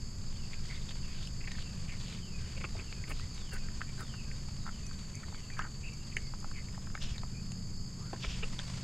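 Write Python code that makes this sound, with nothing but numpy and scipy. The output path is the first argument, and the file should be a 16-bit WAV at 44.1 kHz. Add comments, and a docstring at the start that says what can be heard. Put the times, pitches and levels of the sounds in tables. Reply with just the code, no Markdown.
"""Cat licking a treat by a greenhouse

A cat licks a soft treat from fingers right at the microphone, then chews it on the ground of a greenhouse.
Tongue, bites and fur are swarms of tiny snaps through gliding resonances; smacks and ticks are bursts ringing
in short resonances. A low rumble and rustle are shaped noise, a far hum is a few wavering tones. Outside, two
crickets trill as pulsed tones over a hissing insect chorus and air, both shaped noise; a distant bird repeats
a falling whistle and others chirp, as gliding tones."""
import sys
import numpy as np
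from scipy import signal
from scipy.fft import rfft, irfft, next_fast_len
from scipy.io import wavfile
from scipy.ndimage import uniform_filter1d

SR = 44100
rng = np.random.default_rng(int(sys.argv[2]) if len(sys.argv) > 2 else 0)


def unload_audio(sound):
    """Save the sound as a 16-bit wav file, at the path given as the first command line argument."""
    columns = np.transpose(np.atleast_2d(sound))
    # keep every value between -1 and 1, then stretch to whole-number steps
    steps = np.round(np.clip(columns, -1, 1) * 32767)
    wavfile.write(sys.argv[1], SR, steps.astype(np.int16))


N = 389403
TIME = np.arange(N) / SR


def from_db(db):
    """Amplitude factor of a level in dB."""
    return 10 ** (np.asarray(db) / 20)


def rms_one(x):
    """Scale a sound to rms 1."""
    return x / np.sqrt(np.mean(x ** 2) + 1e-20)


def loudest(x):
    """Level of the strongest two milliseconds."""
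    return np.sqrt(uniform_filter1d(x ** 2, size=88).max())


def in_time(rows, t=TIME):
    """Each column of a curve, joined by straight lines."""
    s, *columns = np.transpose(rows)
    return [np.interp(t, s, column) for column in columns]


def add(out, s, sound):
    """Mix a sound in at a time."""
    at = max(round(s * SR), 0)
    out[at:at + len(sound)] += sound[:max(N - at, 0)]


def octaves_of(hz, width_hz):
    """Width in octaves of a resonance with the given bandwidth."""
    return 2 * np.arcsinh(width_hz / (2 * hz)) / np.log(2)


def band(x, hz, octaves, order=2):
    """A resonance of given centre and width."""
    edges = [hz * 2 ** (-octaves / 2), hz * 2 ** (octaves / 2)]
    edges = np.clip(edges, [20, 40], [.4 * SR, .45 * SR])
    return signal.sosfilt(signal.butter(order, edges, "band", fs=SR, output="sos"), x)


def gliding(x, hz, width_hz, order=2):
    """A resonance whose centre follows a curve: shift down to zero, smooth, shift back up."""
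    carrier = np.exp(2j * np.pi * np.cumsum(hz) / SR)
    smooth = signal.butter(order, min(width_hz / 2, .4 * SR), fs=SR, output="sos")
    return np.real(carrier * signal.sosfilt(smooth, x / carrier))


def noise(colour):
    """Noise with the given spectrum, rms 1."""
    size = next_fast_len(N)
    hz, db = np.transpose(colour)
    bins = np.maximum(np.fft.rfftfreq(size, 1 / SR), 1)
    gain = from_db(np.interp(np.log(bins), np.log(hz), db, left=-90, right=-90))
    return rms_one(irfft(rfft(rng.standard_normal(size)) * gain, size)[:N])


def drift(rate):
    """A random curve of rms 1 with the given number of random points per second."""
    knots = np.arange(0, TIME[-1] + 2 / rate, 1 / rate)
    return rms_one(np.interp(TIME, knots, rng.standard_normal(len(knots))))


def tone(hz, waver_hz):
    """A sine of rms 1 whose pitch trembles quickly."""
    tremble = rms_one(uniform_filter1d(rng.standard_normal(len(hz)), size=128))
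    return np.sqrt(2) * np.sin(2 * np.pi * np.cumsum(hz + waver_hz * tremble) / SR)


def scatter(x, t60, wet_db):
    """Direct sound plus a dying cloud of reflections."""
    t = np.arange(int(t60 * SR)) / SR
    tail = rng.standard_normal(len(t)) * from_db(-60 * t / t60) * (t > .002)   # 2 ms of pre-delay
    wet = signal.fftconvolve(x, tail / np.linalg.norm(tail))[:N]
    return (x + from_db(wet_db) * wet) / np.hypot(1, from_db(wet_db))


def crackle(strokes, width_hz, grains_per_s, spread_db, edge_db, trim_db,
            skirt_db=-15, clump_db=1.5, clumps_per_s=170, skirt_ratio=4.15):
    """Each stroke (start_s, level_db, resonance_hz, length_s, rise_s, glide_octaves) is a swarm of tiny snaps
    that swells and dies away in uneven clumps, heard through one gliding resonance with a broad skirt."""
    out = np.zeros(N)
    for s, db, hz, length, rise, glide in strokes:
        n = int(length * SR)
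        swell_db = np.interp(np.arange(n) / SR, [0, min(rise, length), length], [edge_db, 0, edge_db])
        knots = rng.standard_normal(int(length * clumps_per_s) + 2)
        clumps = np.interp(np.linspace(0, len(knots) - 1, n), np.arange(len(knots)), knots)
        size_db = spread_db * np.minimum(rng.exponential(1, n), 3)
        sizes = from_db(swell_db + clump_db * clumps + size_db) * rng.choice([-1, 1], n)
        snaps = sizes * (rng.random(n) < grains_per_s / SR)
        snaps = np.pad(snaps, (0, SR // 100))   # room for the last ring
        centre = hz * 2 ** (glide * (np.arange(len(snaps)) / n - .5))
        core = gliding(snaps, centre, width_hz)
        skirt = gliding(snaps, centre, width_hz * skirt_ratio, order=3)
        swarm = core + from_db(skirt_db) * skirt
        add(out, s, from_db(db + trim_db) * swarm * np.sqrt(n / (np.sum(swarm ** 2) + 1e-12)))
    return out


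def rumble(start_db=-39, slope_db_per_s=-0.32, attack_s=0.014, decay_s=0.14):
    """Deep lumpy noise, easing as the cat settles, that swells with each puff of air from its movements."""
    # spectrum: (pitch_hz, relative_db_per_hz)
    rumble_colour = [(12, 6.5), (24, -4), (38, -11), (60, -9.5), (100, -20), (160, -29), (300, -43),
                     (800, -82)]
    # air pushed at the microphone: (peak_s, level_db)
    puffs = [(1.77, -34.5), (2.37, -36), (2.73, -34), (3.12, -32.5), (7.034, -30), (8.28, -30)]
    power = from_db(start_db + slope_db_per_s * TIME) ** 2
    for s, db in puffs:
        swell = np.exp(-abs(TIME - s) / np.where(TIME < s, attack_s, decay_s))
        power = power + (from_db(db) * swell) ** 2
    return np.sqrt(power) * noise(rumble_colour)


def hum(waver_db=1.5, wander_hz=1.478):
    """A few low wavering tones, as of far machinery, sharing one swell and one speed."""
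    # partials: (pitch_hz, level_db), before swell and speed
    partials = [(130.5, -53), (180, -56), (209, -62), (245, -69)]
    # common swell: (time_s, gain_db)
    swell_curve = [(0, -1.5), (1.2, -0.5), (2, 5), (3, -1.5), (4.3, 2.5), (5.3, -3.5), (6.4, -0.5),
                   (7.3, 4), (8.8, 5.5)]
    # common speed: (time_s, relative_speed)
    speed_curve = [(0, 1.07), (2.2, 0.97), (5, 1.078), (7.5, .995), (8.8, 1)]
    swell_db, = in_time(swell_curve)
    speed, = in_time(speed_curve)
    out = np.zeros(N)
    for hz, db in partials:
        phase = 2 * np.pi * np.cumsum(hz * speed + wander_hz * drift(8)) / SR
        out += from_db(db + swell_db + waver_db * drift(7)) * np.sqrt(2) * np.sin(phase)
    return out


def outdoor_air():
    """The soft outdoor bed: shaped noise, heaviest in the lows."""
    # spectrum: (pitch_hz, relative_db_per_hz)
    air_colour = [(50, -4.5), (90, 5), (140, -0.5), (215, -6.5), (285, -14.5), (400, -17), (520, -23),
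                  (750, -27), (1200, -26.5), (2500, -35.5), (4000, -44.5), (9000, -42.5), (12500, -42.5),
                  (13500, -68), (16000, -58)]
    return from_db(-46.5) * noise(air_colour)


def insect_chorus():
    """Many insects blurred into a hiss: noise in a few high bands."""
    # spectrum: (pitch_hz, relative_db_per_hz)
    chorus_colour = [(3900, -48), (4400, 4.5), (4800, 8.5), (5150, 2), (5400, -22), (5900, -7.5),
                     (6300, 5.5), (6750, 11.5), (7200, 8), (7550, 7.5), (8100, -5.5), (8600, -18),
                     (11000, -47)]
    return from_db(-57.5) * noise(chorus_colour)


def cricket(db, hz, sweep_hz, rate, rest_from, rest_until, fade_s,
            wander_hz=45, pace_wander=.04, flutter_db=1.76, rest_db=-21, rest_sag_hz=150.2):
    """Each wing stroke is a short tone that falls as the scraper slows along the file; a rest is weaker, lower."""
    rest_times = [rest_from - fade_s, rest_from, rest_until, rest_until + fade_s]
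    resting = np.interp(TIME, rest_times, [0, 1, 1, 0])
    stroke = np.cumsum(rate * (1 + pace_wander * drift(25))) / SR % 1   # position within the stroke
    pitch = hz - rest_sag_hz * resting + sweep_hz * (.5 - stroke)
    trill = rms_one(np.sin(np.pi * stroke) ** 0.88 * tone(pitch, wander_hz))
    level = from_db(db + rest_db * resting ** 2 + flutter_db * drift(45))
    return scatter(level * trill, t60=0.3, wet_db=-6.0)


def crickets():
    """Two crickets, each trilling steadily but for one rest."""
    # (level_db, mid_stroke_hz, fall_over_stroke_hz, strokes_per_s, rest_from_s, rest_until_s, fade_s)
    singers = [(-58, 4585, 600, 59, 6.74, 7.08, .1), (-60.5, 5005, 410, 58, 5.1, 5.6, .55)]
    return sum(cricket(*singer) for singer in singers)


def rustle(grain_db=2.5, trim_db=-2.0):
    """Soft rustle of the moving cat and hand: hairs slide unevenly, so the hiss is grainy."""
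    # (time_s, level_db before trim)
    rustle_curve = [(0, -61), (0.6, -55.5), (1.2, -58), (1.45, -58), (2.1, -54), (2.28, -61), (2.45, -55.5),
                    (2.7, -56), (4.7, -57.5), (5.43, -58), (5.75, -60), (6.5, -58.5), (6.85, -60),
                    (7.1, -58), (7.8, -65.5), (8.3, -54), (8.83, -49.5)]
    # spectrum: (pitch_hz, relative_db_per_hz)
    rustle_colour = [(300, -18), (420, 2), (560, 1), (780, -2), (1050, 2.5), (1400, -1), (2400, 2),
                     (3700, -0.5), (5500, -1.5), (8000, -3.5), (15000, -52.5)]
    db, = in_time(rustle_curve)
    return from_db(db + trim_db + grain_db * drift(160)) * noise(rustle_colour)


def bird(waver_hz=48, flutter_db=2.5, wet_db=-0.5, ground_echo=0.76, ground_lag_s=.0036):
    """A far whistle slides down, levels off and ends low; ground echo beads the slide, trees and walls blur it."""
    # falling slide: (time_from_start_s, pitch_hz, relative_db)
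    slide = [(0, 4280, -4), (.04, 3920, 1), (.1, 3560, -5), (.135, 3220, 0.5), (.18, 2910, 5.5),
             (.22, 2700, 4.5), (.26, 2550, 3.5), (.33, 2420, -2)]
    # repeats: (start_s, level_db)
    repeats = [(0.222, -68), (0.829, -68), (1.451, -67), (2.075, -65), (2.68, -65.5), (3.315, -62),
               (3.95, -64.5), (4.576, -65), (5.225, -66.5)]
    end_after_s, end_length_s, end_hz, end_fall_hz = 0.29, 0.105, 1650, 128   # low sinking note
    out = np.zeros(N)
    t = np.arange(int(slide[-1][0] * SR)) / SR
    hz, shape_db = in_time(slide, t)
    low = end_hz - np.linspace(0, end_fall_hz, int(end_length_s * SR))
    for s, db in repeats:
        echo_phase = 2 * np.pi * (hz * ground_lag_s + rng.random())
        beads = rms_one(abs(1 + ground_echo * np.exp(1j * echo_phase)))
        fade = signal.windows.tukey(len(t), .1)
        add(out, s, from_db(db + shape_db) * beads * fade * tone(hz, waver_hz))
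        low_fade = signal.windows.tukey(len(low), .5)
        add(out, s + end_after_s, from_db(db) * low_fade * tone(low, waver_hz))
    flutter = from_db(flutter_db * drift(40))   # air and leaves make it come and go
    return scatter(out * flutter, t60=0.4, wet_db=wet_db)


def smacks(froth=0.19, run_up_share=0.031, run_up_s=0.0018, upper_ratio=1.734,
           skirt_db=2.0, skirt_hz=1300, body_db=-17, body_hz=400):
    """A brief faint noise rises into each snap, which then froths; mouth resonances ring over a soft jaw knock."""
    # tongue and lips parting: (snap_s, level_db, mouth_resonance_hz, froth_decay_s, overtones_db)
    partings = [(0.533, -41, 2040, 0.00081, -7), (0.541, -43.5, 2280, 0.0009, -12),
                (0.892, -41.5, 3300, .0009, -11), (1.273, -43, 2900, 0.001, -16),
                (1.517, -41.5, 3630, .001, -6), (1.677, -53, 2800, .001, -12),
                (2.642, -36.5, 1400, 0.00052, -2), (2.752, -44.5, 480, 0.0065, -18),
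                (2.926, -39, 2490, 0.00069, -7), (3.039, -40, 2220, 0.0011, -22),
                (3.12, -39.5, 2460, .001, -14), (3.197, -42.5, 1320, 0.001, -3),
                (3.379, -46, 2570, .0007, -5), (3.565, -44, 1560, .002, -3), (3.686, -45, 1540, 0.0014, -8),
                (3.808, -40.5, 1350, 0.00069, -14), (3.816, -30.5, 1380, 0.00058, -8),
                (4.139, -45.5, 1370, 0.0061, -4), (4.314, -42.5, 2107, 0.0013, -29),
                (4.485, -50, 1100, 0.0014, -12), (4.665, -38.5, 1170, 0.0011, -13),
                (4.912, -45.5, 1330, 0.00088, -15), (5.232, -46, 1560, 0.006, -18),
                (5.282, -49, 1110, 0.0023, -17), (5.326, -47, 935, .001, -16),
                (5.346, -43.5, 1280, 0.0007, 1), (5.404, -52, 2950, .0007, -6),
                (5.501, -44, 1820, 0.0027, -15), (5.592, -29, 1220, 0.00095, -9.5),
                (5.596, -35, 1460, 0.0011, -19), (5.622, -45, 3050, 0.00087, -9),
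                (5.641, -45, 1450, .002, -16), (5.65, -45, 1100, .002, -16),
                (6.168, -26.5, 1965, 0.00019, -25), (6.169, -35, 2500, 0.0011, -18),
                (6.337, -40.5, 1170, .00043, -14), (6.428, -49, 1080, 0.00063, -16),
                (6.444, -39, 1100, 0.0014, -22), (6.514, -44, 1370, .00065, -20),
                (6.685, -49, 2050, .002, -15), (6.746, -51, 1450, .0007, -12),
                (6.778, -42.5, 870, 0.00076, -23), (6.871, -47.5, 1350, 0.0023, -21),
                (6.901, -50, 1340, .001, -15), (6.943, -53, 1100, .001, -14),
                (6.952, -33.5, 1210, 0.00088, -2), (6.976, -42, 1530, .0008, -13),
                (7.181, -40, 4100, 0.00079, -7), (7.234, -39.5, 970, 0.0012, -15),
                (7.519, -46, 2420, .0006, -3), (8.131, -36, 514, 0.0076, -18),
                (8.132, -45.5, 1280, 0.0025, -18), (8.146, -50, 890, .003, -4),
                (8.162, -50, 1490, .002, -15), (8.533, -46, 1090, 0.0018, -1),
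                (8.591, -33, 3560, .001, -11), (8.596, -40, 1500, 0.0032, 3), (8.784, -47, 1940, .0018, 9)]
    mouth_width_hz = 670   # one cavity: its pitch changes with the opening, its bandwidth stays
    out, t = np.zeros(N), np.arange(-SR // 100, SR // 20) / SR
    for s, db, hz, decay, overtones_db in partings:
        run_up = run_up_share * np.exp(-abs(t) / run_up_s)
        fizz = np.where(t < 0, run_up, froth * np.exp(-abs(t) / decay))
        burst = (t == 0) + fizz * rng.standard_normal(len(t))
        cavity = rms_one(band(burst, hz, octaves_of(hz, mouth_width_hz), order=3))
        upper = rms_one(band(burst, hz * upper_ratio, 0.3))
        skirt = from_db(skirt_db) * rms_one(band(burst, skirt_hz, 1.7, order=3))
        knock = from_db(body_db) * rms_one(band(burst, body_hz, 0.83))
        pop = cavity + from_db(overtones_db) * (upper + skirt) + knock
        add(out, s + t[0], from_db(db) * pop / loudest(pop))
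    return out


def tongue():
    """Licks rasp broad and bright, slips pulse short and wet, squelches sound a narrow band moving with the mouth."""
    # rough tongue drawn over the treat:
    # (start_s, level_db before trim, resonance_hz, length_s, rise_s, glide_octaves)
    licks = [(0.63, -64, 3300, 0.23, 0.088, 0.064), (0.885, -56.5, 3340, 0.038, 0.029, -0.092),
             (1.03, -60.5, 2900, 0.26, 0.21, 0.9), (1.555, -57.5, 3530, 0.083, 0.067, 0.00029),
             (1.99, -58, 3320, 0.2, 0.14, -.6), (2.39, -63.5, 2300, 0.19, .07, -0.33),
             (3.14, -62, 3750, .13, 0.043, .1)]
    # wet tongue sticking and slipping in one quick run: (start_s, level_db before trim, resonance_hz)
    slip_run = [(1.401, -50.5, 2250), (1.435, -50, 2260), (1.469, -42.5, 2130), (1.506, -48, 2200),
                (1.541, -51, 1950), (1.574, -50, 1800)]
    # saliva squeezed out in a lap or a chew:
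    # (start_s, level_db before trim, mouth_resonance_hz, length_s, rise_s, glide_octaves)
    squelches = [(0.685, -52, 2080, 0.11, 0.028, -0.031), (0.735, -58, 3630, 0.036, .025, 0.041),
                 (0.81, -59, 3520, .025, .012, 0.041), (1.875, -51, 2290, 0.084, 0.027, -0.27),
                 (3.51, -49, 1600, 0.072, 0.047, -0.075), (3.87, -58, 2350, .045, .022, 0),
                 (3.975, -48.5, 1460, 0.061, .035, -0.22), (4.655, -45.5, 1410, 0.04, 0.035, -0.036),
                 (5.565, -45, 1560, 0.11, 0.04, -0.24), (6.11, -55, 2500, .03, .015, -.1),
                 (6.535, -52, 2210, 0.081, 0.032, -0.26), (7.135, -57, 2200, 0.053, .025, -.15)]
    slip_s, slip_rise_s = 0.018, .012
    slips = [(s, db, hz, slip_s, slip_rise_s, 0) for s, db, hz in slip_run]
    rasp = crackle(licks, width_hz=2050, grains_per_s=1100, spread_db=1.5, edge_db=-6, trim_db=4.0)
    stutter = crackle(slips, width_hz=750, grains_per_s=4000, spread_db=4.0, edge_db=-14, trim_db=-2.0,
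                      skirt_db=-25, clump_db=1.0)
    squelch = crackle(squelches, width_hz=274, grains_per_s=1200, spread_db=2.5, edge_db=-11, trim_db=-1.5,
                      skirt_db=-6, clump_db=3.0)
    return rasp + stutter + squelch


def ticks(skirt_db=-9):
    """The smallest saliva films snap high and dry, with a short narrow ring."""
    # (snap_s, level_db, pitch_hz)
    snaps = [(1.2725, -44, 5300), (1.519, -46, 6500), (3.3465, -47, 6340), (4.8664, -42, 5990),
             (5.1537, -40, 6440), (5.404, -55, 5450), (5.5917, -45, 5600), (5.938, -49, 5700),
             (6.1672, -38, 6570), (6.4026, -46, 6600), (7.5192, -42, 6700)]
    out, click = np.zeros(N), signal.unit_impulse(SR // 100)
    for s, db, hz in snaps:
        ringing = rms_one(band(click, hz, .12))
        tick = ringing + from_db(skirt_db) * rms_one(band(click, 8950, 0.29))
        add(out, s, from_db(db) * tick / loudest(tick))
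    return out


def bites():
    """The teeth crush the treat; each short wet crunch sounds all resonances of the open jaws."""
    # (start_s, level_db before trim, length_s, rise_s, relative_jaw_pitch, middle_resonance_db)
    crunches = [(2.564, -50.5, 0.022, 0.015, 1.03, -8), (2.6, -49.5, 0.023, 0.015, 0.95, -4),
                (2.637, -42, 0.017, 0.012, 0.95, -0.5), (2.764, -52.5, 0.064, 0.029, .92, -1.5),
                (3.069, -55.5, 0.028, 0.013, 1, 0), (3.095, -47, 0.024, 0.021, 0.87, 2.5),
                (8.238, -43, 0.016, 0.0076, 0.95, 3), (8.424, -40.5, 0.022, .01, 1.05, -7)]
    # low, middle and high jaw resonance: (pitch_hz at relative pitch 1, width_hz, relative_db)
    jaws = [(433, 280, -4.5), (1350, 510, -3.5), (2500, 560, 1)]
    out = np.zeros(N)
    for k, (hz, width_hz, mode_db) in enumerate(jaws):
        strokes = []
        for s, db, length, rise, pitch, middle_db in crunches:
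            level_db = db + mode_db + middle_db * (k == 1)
            strokes.append((s, level_db, hz * pitch, length, rise, 0))
        out += crackle(strokes, width_hz, grains_per_s=2000, spread_db=3.5, edge_db=-13, trim_db=-1.0,
                       skirt_db=-21)
    return out


def brushes():
    """At the microphone a graze rubs and hisses, fur sweeps past in a sinking swish, stiff hairs flick brightly."""
    # head and whiskers on the microphone housing: (start_s, rub_db before trim, hiss_db before trim)
    grazes = [(3.076, -51, -58.5), (3.512, -53.5, -57.5), (3.98, -55.5, -61.5)]
    # fur flaring and dying away close by: (start_s, level_db before trim, length_s, rise_s)
    fur_sweeps = [(7.003, -50.5, 0.15, 0.019), (8.198, -48.5, 0.11, 0.045), (8.277, -50.5, 0.15, 0.031)]
    # hairs flicking past: (start_s, level_db before trim, resonance_hz, length_s, rise_s, glide_octaves)
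    flicks = [(7.022, -47.5, 4100, .018, 0.0057, .4)]
    graze_s, rub_hz, hiss_hz = 0.057, 405, 8400
    sweep_parts = ((3050, 0), (5160, -6.5))   # swish and the hiss above it: Hz, relative dB
    rubs = [(s, db, rub_hz, graze_s, graze_s / 2, 0) for s, db, _ in grazes]
    hisses = [(s, db, hiss_hz, graze_s, graze_s / 2, 0) for s, _, db in grazes]
    sweeps = [(s, db + part_db, hz, length, rise, -0.11)   # sinking by a fraction of an octave
              for s, db, length, rise in fur_sweeps for hz, part_db in sweep_parts]
    rub = crackle(rubs, width_hz=140, grains_per_s=2200, spread_db=2.5, edge_db=-4, trim_db=-3.0)
    hiss = crackle(hisses, width_hz=3200, grains_per_s=1400, spread_db=2.0, edge_db=-18, trim_db=0.5,
                   skirt_db=-8, clump_db=3.0)
    swish = crackle(sweeps, width_hz=1150, grains_per_s=1300, spread_db=2.0, edge_db=-14.0, trim_db=-0.5,
                    skirt_db=-13)
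    flick = crackle(flicks, width_hz=2100, grains_per_s=1700, spread_db=9.0, edge_db=-6, trim_db=-0.5)
    return rub + hiss + swish + flick


def chirps():
    """Other birds' short calls: glides, some pure and some husky, that swell and fade."""
    # (start_s, level_db, middle_hz, length_s, glide_hz_per_s, husky_waver_hz)
    calls = [(3.2, -57, 1980, 0.0515, 6000, 8), (5.13, -56.5, 2385, 0.067, 3500, 150),
             (5.33, -62, 2156, 0.087, -4500, 90), (5.492, -59, 2364, .075, 1000, 90),
             (5.82, -49, 2533, 0.088, 2200, 160), (5.919, -56, 2330, 0.029, -7000, 70),
             (5.975, -64, 2760, 0.09, 500, 80), (6.18, -64, 2160, .14, -1500, 45),
             (7.326, -59.5, 2450, 0.089, 1500, 70), (7.966, -61.5, 1316, 0.18, 2998, 127)]
    out = np.zeros(N)
    for s, db, hz, length, glide, waver_hz in calls:
        t = np.arange(-length / 2, length / 2, 1 / SR)
        add(out, s, from_db(db) * signal.windows.tukey(len(t), .6) * tone(hz + glide * t, waver_hz))
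    return scatter(out, t60=0.25, wet_db=-5.0)


def spread(near):
    """Treble opposed between left and right: a steady faint hiss, and hiss bands that swell with the near sounds."""
    # spectrum of the steady hiss: (pitch_hz, relative_db_per_hz)
    width_colour = [(2400, -58), (2700, -13), (4000, -6), (4700, -38), (5600, 17.5), (6800, 1), (7600, -22),
                    (8400, -6), (12500, 5.5), (13500, -23)]
    # hiss bands that follow the near sounds: (pitch_hz, width_octaves, share_db)
    following_hiss = [(3640, 0.2, -5.5), (5500, 0.48, -8.5)]
    side = from_db(-72.5) * noise(width_colour)
    for hz, octaves, share_db in following_hiss:
        power = uniform_filter1d(band(near, hz, octaves, order=4) ** 2, size=512)
        level = np.sqrt(np.maximum(power, 0))
        hiss = rms_one(band(rng.standard_normal(N), hz, octaves, order=4))
        side = side + from_db(share_db) * level * hiss
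    return side * np.array([[1], [-1]])


def scene():
    """The cat is close and nearly dry; the insects and birds are outside. Only the treble has some width."""
    low = rumble() + hum()
    outdoors = outdoor_air() + insect_chorus() + crickets() + bird() + chirps()
    fur = rustle() + brushes()
    mouth = scatter(smacks() + tongue() + ticks() + bites(), t60=0.075, wet_db=-11.0)
    return mouth + fur + low + outdoors + spread(mouth + fur)


def record(dry, cutoff_hz=15800):
    """The top is cut steeply by an elliptic low-pass."""
    return signal.sosfilt(signal.ellip(10, .1, 80, cutoff_hz, fs=SR, output="sos"), dry)


dry = scene()
out = record(dry)
unload_audio(out)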